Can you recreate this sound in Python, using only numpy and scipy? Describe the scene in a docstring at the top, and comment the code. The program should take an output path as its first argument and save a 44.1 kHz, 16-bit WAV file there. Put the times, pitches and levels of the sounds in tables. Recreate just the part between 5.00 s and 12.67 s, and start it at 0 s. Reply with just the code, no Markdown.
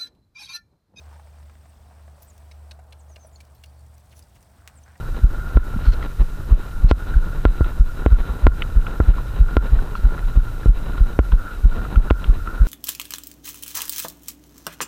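"""Mountain bike on loose gravel

A climb, heard from a camera in a closed case on the rider's chest. Dull, even thumps, most likely
the racing pulse, swing the camera on its strap; the mount knocks in its play. Tyres rumble and crunch
by countless small impacts, stones click, the case hums at resonance, and a limiter ducks on big blows."""
import sys
import numpy as np
from scipy import signal
from scipy.fft import rfft, irfft, next_fast_len
from scipy.io import wavfile
from scipy.ndimage import minimum_filter1d, map_coordinates

SR = 44100
rng = np.random.default_rng(int(sys.argv[2]) if len(sys.argv) > 2 else 0)


def master(y):
    """Save y as 16-bit WAV."""
    cut = np.clip(np.atleast_2d(y).T, -1, 1)
    pcm = np.round(cut * 32767)  # scale
    wavfile.write(sys.argv[1], SR, pcm.astype(np.int16))


N = 338247


def amp(db):
    """Amplitude ratio of a level in decibels."""
    return 10 ** (np.asarray(db) / 20)


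def unit(x):
    """Normalisation to rms 1."""
    return x / np.sqrt(np.mean(x ** 2) + 1e-20)


def wobble(rate):
    """Slow random modulation: a spline through rate knots a second."""
    knots = rng.standard_normal(int(N * rate / SR) + 4)
    return map_coordinates(knots, [np.arange(N) * rate / SR])


def filtered(x, response):
    """Linear filtering: the spectrum of x times a frequency response."""
    size = next_fast_len(N + 8192)
    return irfft(rfft(x, size) * response(np.fft.rfftfreq(size, 1 / SR)), size)[:N]


def coloured(x, spectrum):
    """Spectral shaping by (frequency_hz, level_db) points, at rms 1."""
    f, db = np.transpose(spectrum)
    return unit(filtered(x, lambda hz: amp(np.interp(np.log(hz + 1), np.log(f), db))))


def add(track, start_s, sound):
    """Superposition of a sound on the track."""
    start = max(0, round(start_s * SR))
    part = track[start:start + len(sound)]
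    part += sound[:len(part)]


def strokes(rows):
    """Amplitude envelope of tapered (start_s, length_s, level_db) bursts."""
    out = np.zeros(N)
    for start_s, length_s, db in rows:
        add(out, start_s, amp(db) * signal.windows.tukey(int(length_s * SR), .5))
    return out


def impacts(per_s, spread_db, clump_db):
    """Shot noise: random contacts of unequal size, clumped in strength, at rms 1."""
    contact = rng.random(N) < per_s / SR
    size = amp(spread_db * np.minimum(rng.exponential(size=N), 4))
    return unit(contact * size * rng.standard_normal(N) * amp(clump_db * wobble(45)))


def swing(t, hz, rise_s, fall_s, sag_s):
    """Damped oscillation of the camera on its strap, furthest at t = 0 and slowing as it dies."""
    swell = np.where(t < 0, np.exp(-.5 * (t / rise_s) ** 2), 1 / (1 + (t / fall_s) ** 2))
    turns = hz * sag_s * (1 - np.exp(-t / sag_s))
    return swell * signal.windows.tukey(len(t), .5) * np.cos(2 * np.pi * turns)


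# spectrum of the microphone's hiss: frequency_hz, level_db
HISS_SPECTRUM = [(1000, 0.62), (5000, 0.74), (8000, -1), (11500, -1.3), (13000, 0.39), (14000, -1.3),
                 (16000, -1.6)]

def hiss(level_db=-52.5):
    """Self-noise: the microphone adds a steady, nearly white floor."""
    return amp(level_db) * coloured(rng.standard_normal(N), HISS_SPECTRUM)


# roughness of the track against its usual state: time_s, level_db
TRACK_ROUGHNESS = [(0.0, -0.5), (0.51, -2), (0.75, 3), (1.2, -1.7), (2.41, 1), (2.69, -0.5), (2.89, -4),
                   (2.99, 1.0), (4.34, 1), (4.74, 1.5), (4.96, -2.5), (5.29, 1.3), (5.55, -3.5), (5.8, 2),
                   (6.59, -2), (6.75, 0.6), (7.67, -2.5)]

def roughness_db():
    """Surface excitation: the track's roughness, interpolated to every sample."""
    time_s, level_db = np.transpose(TRACK_ROUGHNESS)
    return np.interp(np.arange(N) / SR, time_s, level_db)


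def case_hum(hz=1400, width_hz=80, level_db=-43, follow=0.35, waver_db=2.6):
    """Forced resonance: tyre noise sustains the main mode of the case as a thin, wavering hum."""
    resonance = lambda f: (1j * f * 2 * width_hz / (hz ** 2 - f ** 2 + 2j * f * width_hz)) ** 2
    ring = unit(filtered(impacts(per_s=3000, spread_db=2, clump_db=1.5), resonance))
    return ring * amp(level_db + follow * roughness_db() + waver_db * wobble(6.5))


# spectra of the shaken rider, rolling tyres and crunching gravel: frequency_hz, level_db
SHAKE_SPECTRUM = [(8, -18), (20, -1.5), (36, 0), (60, -11.5), (100, -14), (160, -22), (300, -47),
                  (800, -120)]
ROLL_SPECTRUM = [(60, -27), (130, -2), (200, 0), (300, -2.5), (480, -6.5), (700, -11.5), (1080, -10.5),
                 (1170, -12), (1400, -21), (1800, -18.5), (2600, -53), (5000, -120)]
CRUNCH_SPECTRUM = [(900, -36), (1700, 3.5), (2150, 0), (2450, 1), (2800, 2), (3400, -4.5), (3950, 4.5),
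                   (4300, -10.5), (5500, -26), (9000, -32), (14000, -120)]

def tyres(shake_db=-25, roll_db=-39, crunch_db=-53, shake_drift_db=2, drift_db=0.77, clump_db=2.37):
    """Rolling noise: rougher track shakes the rider harder, and the gravel rolls and crunches louder."""
    rough_db = roughness_db()
    clumps = unit(amp(clump_db * wobble(30)))  # stones shift in clumps under the knobs
    shake = amp(shake_db + 0.9 * rough_db + shake_drift_db * wobble(7))
    shake *= coloured(rng.standard_normal(N), SHAKE_SPECTRUM)
    roll = amp(roll_db + 0.66 * rough_db + drift_db * wobble(7))
    roll *= coloured(impacts(per_s=1800, spread_db=1, clump_db=0.56), ROLL_SPECTRUM)
    crunch = amp(crunch_db + 0.63 * rough_db + drift_db * wobble(7))
    crunch *= coloured(impacts(per_s=2500, spread_db=0, clump_db=1), CRUNCH_SPECTRUM)
    return shake + clumps * (roll + crunch)


# stones slide from under a tyre: start_s, length_s, level_db
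STONE_SKIDS = [(1.03, 0.042, -34), (1.19, 0.041, -33.5), (2.64, 0.083, -38), (3.16, 0.065, -36),
               (4.68, 0.13, -40), (5.175, 0.036, -34.5), (6.745, 0.063, -37.5)]

def skids(crunch_db=-14):
    """Sliding friction: stones grind past each other in coarse bursts."""
    grind = impacts(per_s=1200, spread_db=2, clump_db=0.5)
    crunch = amp(crunch_db) * coloured(grind, CRUNCH_SPECTRUM)
    return strokes(STONE_SKIDS) * (coloured(grind, ROLL_SPECTRUM) + crunch)


# spectrum of rubbed cloth: frequency_hz, level_db
CLOTH_SPECTRUM = [(1000, -2), (2200, -3), (3000, -3), (3800, -6), (4230, 5.5), (4600, -7), (5000, -9),
                  (6000, -12.5), (9000, -30), (14000, -120)]
# the strap rubs on cloth: start_s, length_s, level_db
STRAP_RUBS = [(0.83, 0.091, -42.5), (0.915, 0.032, -42.5), (1.019, 0.031, -49), (1.884, 0.039, -37.5),
              (4.95, 0.036, -47)]

def rubs():
    """Stick-slip friction: cloth catches and slips under the strap in short, thin scrapes."""
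    slips = impacts(per_s=3200, spread_db=-1.5, clump_db=1.5)
    return strokes(STRAP_RUBS) * coloured(slips, CLOTH_SPECTRUM)


# modes of the camera case: pitch_hz, level_db, t60_s
CASE_MODES = [(1013, -4.5, 0.023), (1362, -4, 0.037), (1940, -15, 0.018)]

def case_ring(t, scatter_db):
    """Free vibration: the struck case rings in decaying modes, at new strengths for each blow."""
    return sum(amp(db + rng.normal(0, scatter_db) - 60 * t / t60) * np.sin(2 * np.pi * hz * t)
               for hz, db, t60 in CASE_MODES)


def faint_ticks(per_s=1.5, level_db=-32.5, clack_hz=1330, ping_db=-43, spread_db=2.5, pitch_spread=0.18):
    """Random impacts of small stones, one in each time slot, as rows like those of STONE_TICKS."""
    rows = []
    for slot in range(round(per_s * N / SR)):
        size, pitch, ping = rng.standard_normal(3)
        start_s = (slot + rng.random()) / per_s
        hz = clack_hz * np.exp(pitch_spread * pitch)
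        rows.append((start_s, level_db + spread_db * size, hz, ping_db + spread_db * ping))
    return rows


# stones and loose parts strike the bike (levels are relative): start_s, level_db, clack_hz, ping_db
STONE_TICKS = [(0.866, -27, 1380, -34), (1.026, -26, 1320, -31), (2.1388, -23, 1515, -49),
               (2.6435, -27.5, 1360, -31.5), (3.62, -22, 1400, -15.5), (3.866, -23, 1400, -29),
               (4.182, -22.5, 1020, -54), (4.789, -22.5, 1460, -39), (4.9517, -20, 1336, -35),
               (5.1775, -26, 1380, -48), (5.978, -26.5, 1360, -33), (6.3194, -24, 1506, -29.5),
               (6.85, -22.5, 1320, -45), (6.957, -20, 1370, -32.5), (7.1009, -17, 1310, -23),
               (7.241, -25.5, 1380, -24.5), (7.473, -15.5, 1346, -36)]

def ticks(ring_db=-3, clack_db=4, clack_t60=0.023, ping_boost_db=10, ping_hz=2650, ping_t60=0.0074,
          attack_s=0.0018, grit=0.37, grit_t60=0.019):
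    """Hard impact: a brief contact excites a clack, a gritty ping and the modes of the case."""
    out, t = np.zeros(N), np.arange(SR // 16) / SR
    onset = 1 - np.exp(-(t / attack_s) ** 2)
    band = signal.butter(4, [1800, 3500], "bandpass", fs=SR, output="sos")
    for start_s, db, clack_hz, ping_db in STONE_TICKS + faint_ticks():
        scratch = unit(signal.sosfilt(band, rng.standard_normal(len(t)))) * amp(-60 * t / grit_t60)
        ping = np.sin(2 * np.pi * ping_hz * rng.normal(1, 0.026) * t) * amp(-60 * t / ping_t60)
        clack = amp(clack_db - 60 * t / clack_t60) * np.sin(2 * np.pi * clack_hz * t)
        body = clack + amp(ring_db) * case_ring(t, scatter_db=6)
        bright = amp(ping_db + ping_boost_db) * (ping + grit * scratch)
        add(out, start_s, onset * (amp(db) * body + bright))
    return out


# the wheels drop over larger stones: peak_s, level_db, pitch_hz
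WHEEL_JOLTS = [(0.751, -17.5, 69), (.765, -15, 201), (2.663, -18, 36), (3.209, -12, 37.8),
               (3.312, -13, 47.7), (4.778, -5, 30.2), (5.26, -10.5, 31.7), (6.789, -18.5, 66)]

def jolts(rise_turns=0.63, fall_turns=0.62, sag_s=0.17, lead_s=0.06):
    """Shock excitation: larger stones jolt the rider and set the camera swinging."""
    out, t = np.zeros(N), np.arange(SR // 5) / SR - lead_s
    for peak_s, db, hz in WHEEL_JOLTS:
        add(out, peak_s - lead_s, amp(db) * swing(t, hz, rise_turns / hz, fall_turns / hz, sag_s))
    return out


# modes of the camera mount: pitch_hz, level_db, t60_s
MOUNT_MODES = [(314, -14, 0.024), (422, -26, 0.056)]
# the mount hits its stop: time_s, level_db, case_ring_db (relative to the blow)
MOUNT_KNOCKS = [(0.5712, 1, -8.5), (1.9133, 4.5, -10.5), (2.4532, 3.5, -10), (2.6086, -3, -15),
                (3.0626, 2.5, -17), (3.4687, 5.5, -9.5), (4.002, -1.5, -11.5), (4.5687, 3.5, -8),
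                (5.659, -4, -18), (6.1912, 2.5, -15.5), (7.109, 3.5, -12.5)]

def knocks(contact_s=0.00076, stiffening=1.33, roundness=2.44, push_db=-1, rebound_s=0.00658,
           rock_db=-2, lead_s=0.06):
    """Impact on a stiffening contact: a rounded push rings mount and case, then the camera rocks back."""
    out, clock = np.zeros(N), np.arange(SR // 5) / SR - lead_s
    t = np.maximum(clock, 0)
    rock = -amp(rock_db) * swing(clock - rebound_s, hz=59.3, rise_s=0.002, fall_s=0.014, sag_s=0.135)
    mount = sum(amp(db - 60 * t / t60) * np.sin(2 * np.pi * hz * t) for hz, db, t60 in MOUNT_MODES)
    for time_s, db, case_ring_db in MOUNT_KNOCKS:
        progress = t / (contact_s * amp(-stiffening * db))  # harder blows are shorter
        push = (progress * np.exp(1 - progress)) ** roundness
        onset = 1 - np.exp(-progress ** 2)
        ring = onset * (mount + amp(case_ring_db) * case_ring(t, scatter_db=2))
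        add(out, time_s - lead_s - contact_s / 2, amp(db) * (amp(push_db) * push + rock + ring))
    return out


# the even beat that comes through the chest strap
FIRST_BEAT_S, BEAT_PERIOD_S = 0.2485, 0.3206
BEAT_TIMES_S = np.arange(FIRST_BEAT_S, N / SR, BEAT_PERIOD_S)

def strap_shudder(level_db=-24, band_hz=(85, 145), delay_s=0.0039, width_s=0.013):
    """Transient vibration: each beat shakes the strap in a burst of low, narrow-band noise."""
    t = np.arange(N) / SR
    envelope = sum(np.exp(-.5 * ((t - beat_s - delay_s) / width_s) ** 2) for beat_s in BEAT_TIMES_S)
    band = signal.butter(2, band_hz, "bandpass", fs=SR, output="sos")
    return amp(level_db) * envelope * unit(signal.sosfilt(band, rng.standard_normal(N)))


def thumps(pitch_hz=42.5, level_db=0.7, rise_s=0.01, fall_s=0.022, sag_s=0.074, lead_s=0.06,
           swell_db=2.4, swell_period_s=1.326, swell_peak_s=0.31, scatter_db=1.3, pitch_scatter=0.037):
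    """Periodic forcing: the chest's beat swings the camera, swelling about every fourth time."""
    out, t = np.zeros(N), np.arange(SR // 5) / SR - lead_s
    for beat_s in BEAT_TIMES_S:
        strength, pitch, rise_db, fall_db = rng.standard_normal(4)  # no two beats swing alike
        swell = np.cos(2 * np.pi * (beat_s - swell_peak_s) / swell_period_s)
        db = level_db + swell_db * swell + scatter_db * strength
        hz = pitch_hz * (1 + pitch_scatter * pitch)
        thump = swing(t, hz, rise_s * amp(rise_db), fall_s * amp(fall_db), sag_s)
        add(out, beat_s - lead_s, amp(db) * thump)
    return out


def scene():
    """Superposition: camera and track sounds sum at the microphone, over its own hiss."""
    floor = hiss()
    camera = thumps() + strap_shudder() + jolts() + knocks() + rubs()
    track = tyres() + skids() + case_hum() + ticks()
    return (floor + track + camera)[None]


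def limiter(x, ceiling_db=-2.5, attack_s=0.00069, hold_s=0.03, release_db_per_s=160):
    """Peak limiting: the gain drops quickly on a peak, holds, then climbs back."""
    needed_db = np.minimum(0, ceiling_db - 20 * np.log10(np.abs(x) + 1e-9))
    half = int(hold_s * SR / 2)
    held_db = minimum_filter1d(needed_db, 2 * half + 1, origin=half)
    climb_db = release_db_per_s * np.arange(N) / SR
    gain_db = np.minimum.accumulate(held_db - climb_db) + climb_db
    pole = np.exp(-1 / (attack_s * SR))
    return x * amp(signal.lfilter([1 - pole], [1, -pole], gain_db))


def record(dry, knee=14, top_hz=15400):
    """Saturation and band limiting: the camera rounds off what passes its limiter, then cuts the top."""
    limited = limiter(dry[0])
    clipped = limited / (1 + np.abs(limited) ** knee) ** (1 / knee)
    return filtered(clipped, lambda hz: hz < top_hz)[None]


dry = scene()
out = record(dry)
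master(out)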